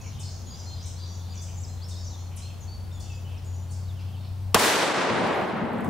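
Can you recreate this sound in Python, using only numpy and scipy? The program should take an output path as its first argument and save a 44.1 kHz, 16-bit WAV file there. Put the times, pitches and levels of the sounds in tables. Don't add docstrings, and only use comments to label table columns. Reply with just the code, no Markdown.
import sys
import numpy as np
from scipy import signal
from scipy.io import wavfile
from scipy.ndimage import uniform_filter1d

SR = 44100
rng = np.random.default_rng(int(sys.argv[2]) if len(sys.argv) > 2 else 0)


def attenuation_scalar(level_db):
    decades = np.asarray(level_db, float) / 20
    return 10 ** decades


def store_wav(level_fs):
    pcm = np.round(np.clip(np.atleast_2d(level_fs), -1, 1) * 32767)
    wavfile.write(sys.argv[1], SR, pcm.T.astype(np.int16))


N = 259837
BLAST_S = 0.0753

# frequency in Hz, left-right likeness [0-1].
SAME = [(30, .97), (90, 0.7), (180, 0.5), (550, 0.55), (1650, 0.6), (5000, 0.7), (15000, 0.35)]


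def evened(x):
    return x / np.sqrt(np.mean(x ** 2) + 1e-20)


def read(points, hz):
    f, value = np.transpose(points)
    return np.interp(np.log(hz + 1), np.log(f + 1), value)


def steady(points):
    return lambda hz, t: read(points, hz) + 0 * t


def columns(rows, t):
    s, *values = np.transpose(rows)
    return [np.interp(t, s, v) for v in values]


def bumps(rows, t, width_s):
    return sum(db * np.exp(-((t - s) / width_s) ** 2) for s, db in rows)


def bell(t, at_s, width_s):
    return np.exp(-((t - at_s) / width_s) ** 2)


def add(mix, s, sound):
    part = mix[..., round(s * SR):][..., :sound.shape[-1]]
    part += sound[..., :part.shape[-1]]


def wander(count, hz):
    white = rng.standard_normal(4000 + (count // 20000 + 1) * 20000)
    slow = signal.lfilter(*signal.butter(2, hz, fs=SR), white[:count + 4000])
    return evened(slow[4000:])


def noise(field_db, same, size, patchy_db, band):
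    # frequency in Hz, left minus right in dB.
    balance = [(30, 1.5), (60, 2.5), (180, 2.5), (550, 1), (1650, .3), (5000, .8), (15000, 0)]
    hop = size // 4
    frames, hz = N // hop + 5, np.fft.rfftfreq(size, 1 / SR)
    a, b, c, d, patches = rng.standard_normal((frames, len(hz), 5)).T
    patches = uniform_filter1d(patches, size=8, axis=0)
    patches = evened(uniform_filter1d(patches, size=10, axis=1))

    like = np.clip(read(same, hz), -1, 1)[:, None]
    left = a + 1j * b
    right = like * left + np.sqrt(1 - like ** 2) * (c + 1j * d)
    z = np.array([left, right])

    level_db = field_db(hz[:, None], np.arange(frames)[None] * hop / SR)
    power = attenuation_scalar(level_db) ** 2 * ((hz > band[0]) & (hz < band[1]))[:, None]
    lean_db = read(balance, hz)[:, None] * np.array([.5, -.5])[:, None, None]
    z *= attenuation_scalar(level_db + patchy_db * patches + lean_db)
    sound = signal.istft(z, nperseg=size, noverlap=size * 3 // 4)[1][:, :N]
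    return sound / np.sqrt(power[:, 0].sum())


def air():
    # frequency in Hz, density in dB per Hz.
    hiss_colour = [(110, -16), (160, 4), (220, -3), (280, -9), (500, -11.5), (800, -10.5), (1000, -14),
                   (1300, -19.5), (2000, -25), (3200, -24.5), (5000, -26.5), (8000, -34.5), (11000, -42.5),
                   (16000, -44)]
    rumble_colour = [(15, -20), (25, 5.5), (45, -1.5), (65, 9.5), (110, 2.5), (140, 5), (170, -32.5)]
    hiss = noise(steady(hiss_colour), SAME, size=2048, patchy_db=0.7, band=(250, 1500))
    rumble = noise(steady(rumble_colour), SAME, size=4096, patchy_db=3.0, band=(20, 70))
    return attenuation_scalar(-52) * hiss + attenuation_scalar(-50) * rumble


def drone(rows, second_db, flutter):
    t = np.arange(N) / SR
    hz, db = columns(rows, t)
    turns = 2 * np.pi * np.cumsum(hz) / SR + flutter * wander(count=N, hz=43.8)
    tone = np.sin(turns) * (1 + flutter * wander(count=N, hz=12.0))
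    tone = tone + attenuation_scalar(second_db) * np.sin(2 * turns)
    start_s = rows[0][0]
    start = np.clip((t - start_s) / .3 + (start_s < .1), 0, 1)
    return np.sqrt(2) * attenuation_scalar(db) * tone * start * attenuation_scalar([[1.5], [-1.5]])


def engines():
    # time in seconds, firing rate in Hz, level in dB.
    near_engine = [(0.0, 94.2, -44), (0.16, 94.7, -36.5), (0.29, 92, -37), (0.54, 89.1, -43),
                   (0.62, 89.3, -38), (2.1, 89.38, -36.5), (2.57, 90.8, -39), (3.44, 90.56, -34),
                   (3.71, 89.2, -35), (3.74, 91.25, -32), (4.18, 92.85, -34.5), (4.52, 94.3, -32.5)]
    far_engine = [(2.9, 125.5, -52), (2.984, 123.5, -63), (3.042, 124.1, -43), (3.21, 125.4, -46.5),
                  (4.062, 127.3, -49), (4.16, 120.4, -45), (4.326, 127.9, -49), (4.5, 126.8, -52)]
    # time in seconds, lift or dip in dB.
    gusts = [(.14, -12), (.19, -19), (.38, -16), (.53, -12), (.58, -7), (1.12, 1), (1.66, -9), (2.15, -6.5),
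             (2.32, -4), (2.63, -11), (3.05, -13), (3.26, -1)]
    fade = attenuation_scalar(bumps(gusts, np.arange(N) / SR, width_s=0.011))
    near = drone(near_engine, second_db=-26.5, flutter=0.16) * fade
    return near + drone(far_engine, second_db=-39.0, flutter=0.2)


def note(length, start_hz, end_hz, db, waver_hz, pace_hz, throb):
    count = round(length * SR)
    pace = pace_hz * (1 + .35 * wander(count=count, hz=91.7))
    trill = np.sin(2 * np.pi * (np.cumsum(pace) / SR + rng.random()))
    hz = np.linspace(start_hz, end_hz, count) + waver_hz * trill
    level = attenuation_scalar(db) * (1 + throb * wander(count=count, hz=73.4)) * signal.windows.tukey(count, .3)
    return np.sqrt(2) * level * np.sin(2 * np.pi * np.cumsum(hz) / SR)


def whistles():
    # start in seconds, length in seconds, pitch in Hz, level in dB.
    held_notes = [ (0, 0.03, 2565, -56), (0.2, .05, 2550, -62), (3.17, .05, 2600, -60), (3, .07, 4480, -64),
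                  (0.96, 0.2, 3430, -62.5), (1.36, 0.1, 3480, -58.5), (1.909, .03, 3700, -52),
                  (1.925, 0.032, 3450, -57), (1.95, 0.078, 3750, -57), (2.13, 0.027, 3600, -55.5),
                  (1.19, 0.037, 3500, -61), (3.135, .03, 4900, -59), (3.545, 0.013, 4500, -64),
                  (2.909, 0.048, 3650, -58), (2.953, 0.06, 3440, -58), (.85, 0.079, 4150, -61),
                  (3.271, 0.097, 2610, -65), (3.69, 0.041, 4480, -59.5)]
    out = np.zeros(N)
    for s, length, hz, db in held_notes:
        add(out, s, note(length, hz, hz, db, waver_hz=.011 * hz, pace_hz=55., throb=.25))
    return out


def buzzes():
    # start in seconds, length in seconds, pitch in Hz, level in dB.
    buzzy_notes = [ (0, .11, 6160, -54), (0.091, 0.17, 3340, -58), (0.218, 0.091, 4750, -50),
                   (0.286, 0.14, 6105, -54), (0.441, 0.2, 3675, -60.5), (0.528, 0.14, 5500, -54),
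                   (0.547, 0.18, 6590, -56), (0.68, 0.27, 3560, -59), (0.804, 0.12, 5830, -52.5),
                   (0.968, 0.11, 4270, -52), (1.048, 0.13, 6340, -54), (1.197, 0.15, 3930, -56),
                   (1.323, 0.067, 2695, -60), (1.338, 0.051, 6400, -49.5), (1.459, 0.074, 2680, -60),
                   (1.6, .12, 7050, -55.5), (1.77, 0.077, 3717, -56), (1.845, 0.32, 5830, -62),
                   (1.891, 0.082, 4640, -53), (2.037, 0.19, 6470, -57), (2.121, 0.099, 3720, -58),
                   (2.304, 0.16, 2690, -58), (2.332, 0.16, 3490, -59), (2.6, 0.042, 6560, -63),
                   (3.01, 0.15, 3120, -59.5), (3.002, 0.02, 4940, -52), (3.024, .02, 4940, -53),
                   (2.609, .04, 6400, -60), (3.269, 0.1, 2850, -55.5), (2.38, 0.066, 5400, -58),
                   (2.42, 0.11, 2950, -59), (0, 0.14, 4700, -63), (.03, .07, 2600, -57),
                   (3.03, 0.068, 3300, -62), (.69, 0.053, 3400, -59), (3.99, .035, 4500, -60),
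                   (3.987, 0.041, 2600, -62), (0.82, 0.055, 6400, -54), (3.289, .11, 3315, -66),
                   (3.976, 0.14, 3020, -61), (3.72, .07, 4950, -60), (3.995, .03, 5600, -62),
                   (4.21, .08, 4900, -63), (3.5, .12, 6350, -67), (4.2, .08, 2700, -63),
                   (4.149, .12, 3995, -62)]
    sag = .0203
    out = np.zeros(N)
    for s, length, hz, db in buzzy_notes:
        waver_hz = 199 + .0797 * hz
        add(out, s, note(length, (1 + sag) * hz, (1 - sag) * hz, db, waver_hz, pace_hz=190.1, throb=.86))
    return out


def chips():
    # start in seconds, peak in dB, start pitch in Hz.
    sharp_chips = [
        (0.1935, -39.5, 10000),
        (0.856, -41, 9800),
        (1.4142, -40, 9300),
        (1.8812, -41.5, 9800),
        (2.361, -40, 12200),
        (2.997, -43, 10500),
        (3.7056, -43.5, 10300),
    ]
    chip_s, end_hz = .015, 4370
    out = np.zeros(N)
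    for s, db, hz in sharp_chips:
        add(out, s - .002, note(chip_s, hz, end_hz, db - 5, waver_hz=90, pace_hz=600., throb=.15))
        add(out, s, note(chip_s, 1.6 * hz, 2 * end_hz, db - 18, waver_hz=300, pace_hz=600., throb=.15))
    return out


def glides():
    # start in seconds, length in seconds, start and end pitch in Hz, level in dB.
    pure_notes = [
        (.46, .085, 6780, 6600, -52),
        (.468, .075, 6950, 6980, -58),
        (.655, .1, 4225, 4190, -50),
        (1.68, .075, 4130, 4160, -58),
        (1.84, .1, 5420, 5380, -54),
        (2.17, .12, 4200, 4290, -61),
        (2.674, .04, 4380, 4560, -52),
        (2.706, .07, 4560, 4460, -51),
        (2.92, .07, 6900, 6760, -60),
        (3.092, .06, 2680, 2540, -55),
    ]
    out = np.zeros(N)
    for s, length, hz, end_hz, db in pure_notes:
        add(out, s, note(length, hz, end_hz, db, waver_hz=12., pace_hz=40., throb=.12))
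    return out


def husks():
    # start in seconds, length in seconds, pitch in Hz, level in dB.
    husky_notes = [(.492, .08, 4850, -52), (.6, .06, 4870, -59), (.72, .13, 4880, -56),
                   (.999, .07, 4740, -51), (1.08, .08, 4730, -58), (1.272, .07, 4750, -52),
                   (1.35, .12, 4680, -60), (1.05, .1, 5720, -55), (.8, .035, 5480, -55),
                   (1.95, .15, 4620, -60), (3.24, .045, 3000, -54), (.84, .05, 2300, -64)]
    out = np.zeros(N)
    for s, length, hz, db in husky_notes:
        add(out, s, note(length, hz, hz, db, waver_hz=.017 * hz, pace_hz=110., throb=.55))
    return out


def rises():
    # start in seconds, held pitch in Hz, rise as share of it, held length in seconds, level in dB.
    rising_slurs = [
        (0.965, 4690, 0.17, 0.02, -56),
        (1.814, 5410, .24, 0.029, -48.5),
        (1.965, 5363, 0.09, 0.045, -50),
        (2.418, 4240, 0.07, 0.055, -50.5),
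        (2.921, 8240, .07, .04, -67),
        (3.44, 8150, 0.12, 0.012, -62),
    ]
    out = np.zeros(N)
    for s, hz, rise, held, db in rising_slurs:
        slur_s = .012 + .1 * rise
        add(out, s, note(slur_s, (1 - rise) * hz, hz, db, waver_hz=35., pace_hz=55., throb=.25))
        add(out, s + .75 * slur_s, note(held, hz, hz, db - 1, waver_hz=35., pace_hz=55., throb=.25))
    return out


def seeps():
    # start in seconds, length in seconds, pitch in Hz, level in dB.
    thin_notes = [ (1.385, 0.24, 6100, -59), (1.547, 0.099, 7300, -58), (1.996, 0.11, 5360, -56),
                  (1.305, 0.048, 6820, -62), (1.342, .02, 7900, -62), (1.399, .04, 6250, -53),
                  (1.97, 0.17, 7100, -59.5), (2.925, 0.028, 5456, -62), (2.98, 0.22, 7050, -60),
                  (2.975, 0.27, 5900, -63), (3.43, 0.23, 6850, -59.5), (3.49, .05, 5850, -65),
                  (3.547, .09, 5920, -62.5), (2.06, .1, 6300, -60)]
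    out = np.zeros(N)
    for s, length, hz, db in thin_notes:
        half = .5 * .0249 * hz * np.clip(length / .09 - 1, -.5, 1.5)
        waver_hz = (.0088 + .044 * length) * hz
        add(out, s, note(length, hz - half, hz + half, db, waver_hz, pace_hz=55., throb=.3))
    return out


def falls():
    # start in seconds, length in seconds, start and end pitch in Hz, level in dB.
    falling_slurs = [(1.374, 0.026, 6150, 4750, -49), (1.634, 0.024, 6050, 4650, -48),
                     (1.6, .035, 8250, 7000, -56), (1.568, .025, 7050, 6700, -54),
                     (2.04, 0.05, 6550, 5600, -50), (2.1, .03, 4500, 3700, -58),
                     (2.603, 0.045, 7250, 6000, -55), (2.665, 0.018, 6200, 4800, -66),
                     (3.12, .016, 6200, 4900, -55), (3.372, 0.016, 6360, 4900, -57),
                     (3.83, .045, 4650, 4150, -63), (3.87, 0.05, 4200, 3250, -59),
                     (3.385, 0.014, 5000, 3900, -60), (3.95, 0.05, 3350, 2650, -62),
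                     (4.125, 0.055, 3450, 2560, -60), (4.25, 0.036, 4900, 3650, -63)]
    out = np.zeros(N)
    for s, length, hz, end_hz, db in falling_slurs:
        add(out, s, note(length, hz, end_hz, db + 1.5, waver_hz=.011 * hz, pace_hz=70., throb=.4))
    return out


def woods(x):
    # frequency in Hz, time to decay by 60 dB in seconds.
    decay = [(1000, 0.26), (4000, 0.78), (7000, 0.79), (11000, 0.19), (15000, 0.17)]
    taps = np.zeros((2, SR))
    at = np.arange(40, SR - 20, 20) + rng.integers(0, 20, (2, (SR - 41) // 20))
    np.put_along_axis(taps, at, rng.choice([-1., 1.], at.shape), 1)
    hz, t, z = signal.stft(taps, SR, nperseg=256)
    tail = signal.istft(z * attenuation_scalar(-60 * t / read(decay, hz)[:, None]), SR, nperseg=256)[1]
    tail = tail + .3 * tail[::-1]
    return signal.fftconvolve(x[None], tail / np.linalg.norm(tail[0]), axes=1)[:, :N]


def birds():
    clear = whistles() + glides() + husks() + rises() + seeps() + falls()
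    buzzy, sharp = buzzes(), chips()
    straight = clear * attenuation_scalar([[-1.5], [-3]]) + buzzy * attenuation_scalar([[-6], [-7.5]]) + sharp * attenuation_scalar([[-13], [-14]])
    return straight + woods(attenuation_scalar(-8.5) * clear + attenuation_scalar(-6.5) * buzzy + attenuation_scalar(0.5) * sharp)


def overload(u):
    hz = 400 + 20 * u / BLAST_S
    hz = hz + 190 * bell(u, .021, .011)
    hz = hz + 650 * bell(u, .031, .005)
    flutter = 1.3 * (1 - .7 * np.exp(-u / .008)) * np.clip(1 - (u / .048) ** 2, .35, 1)
    hiss = 2.2 * np.exp(-(u / .0039) ** 1.5) + .03 + 7. * u
    swing = -.7 * np.sin(2 * np.pi * (u / BLAST_S) ** .78)
    release = np.clip(1 - (BLAST_S - u) / .02, 0, 1)
    ceiling_db = -7 - 21 * (1 - np.exp(-u / .038)) - 10 * release
    return hz, flutter, hiss, swing, ceiling_db


def blast():
    shot_s = 4.5447
    t = np.arange(0, BLAST_S, 1 / SR)
    count = len(t)
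    hz, flutter, hiss, swing, ceiling_db = overload(t)

    slap = np.cos(2 * np.pi * (np.cumsum(hz) / SR - .4) + .5 * wander(count=count, hz=205.5))
    stray = signal.lfilter(*signal.butter(1, 600., "high", fs=SR), wander(count=count, hz=1240.0))
    sides = np.array([wander(count=count, hz=1200.) for _ in range(2)])
    slap = slap + .75 * evened(stray) + .25 * wander(count=count, hz=230.) + .3 * sides

    shared, left, right = (wander(count=count, hz=10000.) for _ in range(3))
    crack = .8 * shared + .42 * np.array([left, right])
    slam = 2.2 * np.cos(2 * np.pi * 1120 * (t - .0025)) * bell(t, .0025, .0016)
    thud = .8 * np.sin(2 * np.pi * 200 * (t - .0035)) * bell(t, .0043, .0028)
    pressure = flutter * slap + swing - slam - thud + hiss * crack
    squared = np.tanh(1.9 * pressure) + .045 * crack

    out = np.zeros((2, N))
    add(out, shot_s, attenuation_scalar(ceiling_db) * squared * signal.windows.tukey(count, .01))
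    rise = np.arange(-90, 0) / SR
    rush = signal.windows.tukey(len(rise), .3) * (1 + .6 * wander(count=len(rise), hz=6000.))
    add(out, shot_s + rise[0], attenuation_scalar(-20 + 12000 * rise) * rush)
    return signal.lfilter(*signal.butter(2, 100., "high", fs=SR), out)


def echo():
    # time in seconds, level in dB.
    levels = [(4.6, -25), (4.645, -22.5), (4.7, -23.5), (4.82, -26), (4.92, -27), (5.0, -26.5), (5.3, -27),
              (5.51, -31), (5.89, -34.5)]
    # frequency in Hz, density in dB per Hz.
    first_colour = [(140, -33), (230, -10), (340, -4), (655, -4), (969, -3.5), (1180, -6), (1870, -7.5),
                    (2480, -10.5), (2910, -10.5), (8750, -17), (16000, -26.5)]
    boom_colour = [(60, -28), (110, -3.5), (160, -4), (220, 3.5), (290, -7), (400, -16), (800, -63)]
    # frequency in Hz, loss in dB per second (0.4-1.5 kHz as reference).
    travel_loss = [(200, -3.5), (500, -3), (1000, 1), (2000, 5.5), (4000, 17), (8000, 37.5), (12000, 65),
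                   (16000, 137)]
    # frequency in Hz, left-right likeness [0-1].
    width = [(60, 0.76), (180, 0.77), (550, 0.64), (1650, 0.75), (4970, 0.54), (15000, 0.1396)]
    # time in seconds, lift over the echo in dB.
    banks = [
        (4.832, 3),
        (4.932, -4),
        (5.243, 0.5),
    ]
    # time in seconds, lift over the steady boom in dB.
    rolls = [
        (4.99, 5),
        (5.125, 12),
        (5.21, 9.5),
        (5.285, 9.5),
        (5.42, 9),
        (5.55, 12),
        (5.64, 9.5),
        (5.75, 10),
        (5.82, 9),
        (5.89, 13),
    ]
    limit = attenuation_scalar(-9.5)

    def field_db(hz, t):
        travel_s = np.clip(t - 4.65, 0, 2)
        return read(first_colour, hz) - read(travel_loss, hz) * travel_s

    t = np.arange(N) / SR
    returns = noise(field_db, width, size=512, patchy_db=0.66, band=(400, 1500))
    boom = noise(steady(boom_colour), width, size=2048, patchy_db=0.5, band=(140, 280))
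    slaps = attenuation_scalar(0.54 * wander(count=N, hz=60.5))
    both = attenuation_scalar(columns(levels, t)[0] + bumps(banks, t, width_s=.0085) + 2.3) * slaps * returns
    both = both + attenuation_scalar(-40.55 + bumps(rolls, t, width_s=.046)) * boom
    return np.clip((t - 4.575) / 0.018, 0, 1) * limit * np.tanh(both / limit)


def rustle():
    # time in seconds, level at 9-15 kHz in dB, dullness above 10 kHz in dB.
    hiss_curve = [(5.0, -87, 22), (5.14, -54.5, 22), (5.26, -55.5, 13), (5.36, -60.5, 0), (5.45, -61, 4),
                  (5.58, -69.5, 2), (5.75, -68.5, .1), (5.89, -60, 10)]
    # frequency in Hz, density in dB per Hz.
    hiss_colour = [(3000, 4), (6000, 4.5), (10000, 5), (13000, 2.5), (16000, -11)]

    def field_db(hz, t):
        dull_db = columns(hiss_curve, t)[1] * (t > 4)
        return read(hiss_colour, hz) - dull_db * np.clip((hz - 10200) / 1500, 0, 1)

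    t = np.arange(N) / SR
    fine = noise(field_db, SAME, size=256, patchy_db=2.5, band=(9000, 15000))
    return attenuation_scalar(columns(hiss_curve, t)[0]) * np.clip((t - 4.95) / 0.097, 0, 1) * fine


def ticks():
    # time in seconds, peak in dB, ring in Hz, left minus right in dB.
    grit = [
        (5.193, -50, 10800, 0),
        (5.2744, -40, 7640, 5),
        (5.7338, -46, 8360, -0.5),
        (5.7847, -46, 7790, 1.0),
        (5.8074, -41, 8330, 0.0),
        (5.8466, -40, 8660, -1.0),
        (5.8554, -45, 8390, 15),
        (5.8654, -47, 7010, -0.5),
        (5.8784, -49, 7120, 0.0),
    ]
    out, t = np.zeros((2, N)), np.arange(120) / SR
    for s, db, hz, pan_db in grit:
        ring = .6 * np.sin(2 * np.pi * hz * t) + .6 * np.diff(rng.standard_normal(len(t) + 1))
        soft = np.clip(t / .0002, 0, 1)
        decay = attenuation_scalar(db + 4.0 - 60 * t / 0.0036)
        add(out, s, decay * soft * ring * attenuation_scalar([[pan_db / 2], [-pan_db / 2]]))
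    return out


def scene():
    # time in seconds, gain in dB.
    gain = [
        (0, 2),
        (4.545, 0.5),
        (4.6, -14),
        (4.75, -20),
        (5.0, -36),
        (5.25, -14),
        (5.55, -22),
        (5.89, -12.5),
    ]
    background = air() + engines() + birds()
    shot = blast() + echo() + rustle() + ticks()
    return background * attenuation_scalar(columns(gain, np.arange(N) / SR)[0]) + shot


def drop_treble(x):
    # start in seconds, length in seconds, edge in Hz, change in dB.
    treble_cuts = [(4.86, .075, 15200, -20), (4.935, .025, 13100, -30), (4.96, .12, 14300, -30),
                   (5.08, .045, 14900, -30), (5.125, .115, 15000, -30), (5.125, .06, 10300, -4),
                   (5.205, .06, 10300, -5), (5.285, .06, 10300, -3), (5.12, .03, 13200, -8),
                   (5.21, .03, 12500, -10), (5.345, .058, 13300, -40), (5.4, .025, 13300, -8)]
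    hz, t, z = signal.stft(x, SR, nperseg=512, noverlap=384)
    cut_db = sum(db * (hz[:, None] > edge) * (t > s) * (t < s + length) for s, length, edge, db in treble_cuts)
    return signal.istft(z * attenuation_scalar(cut_db), SR, nperseg=512, noverlap=384)[1][:, :N]


def roll_off(x):
    return signal.sosfilt(signal.butter(12, 16940, fs=SR, output="sos"), x)


def record(dry):
    lowpass = signal.firwin(511, 15760, window=("kaiser", 7), fs=SR)
    limited = signal.oaconvolve(drop_treble(dry), lowpass[None], "same")
    return roll_off(limited)


dry = scene()
out = record(dry)
store_wav(out)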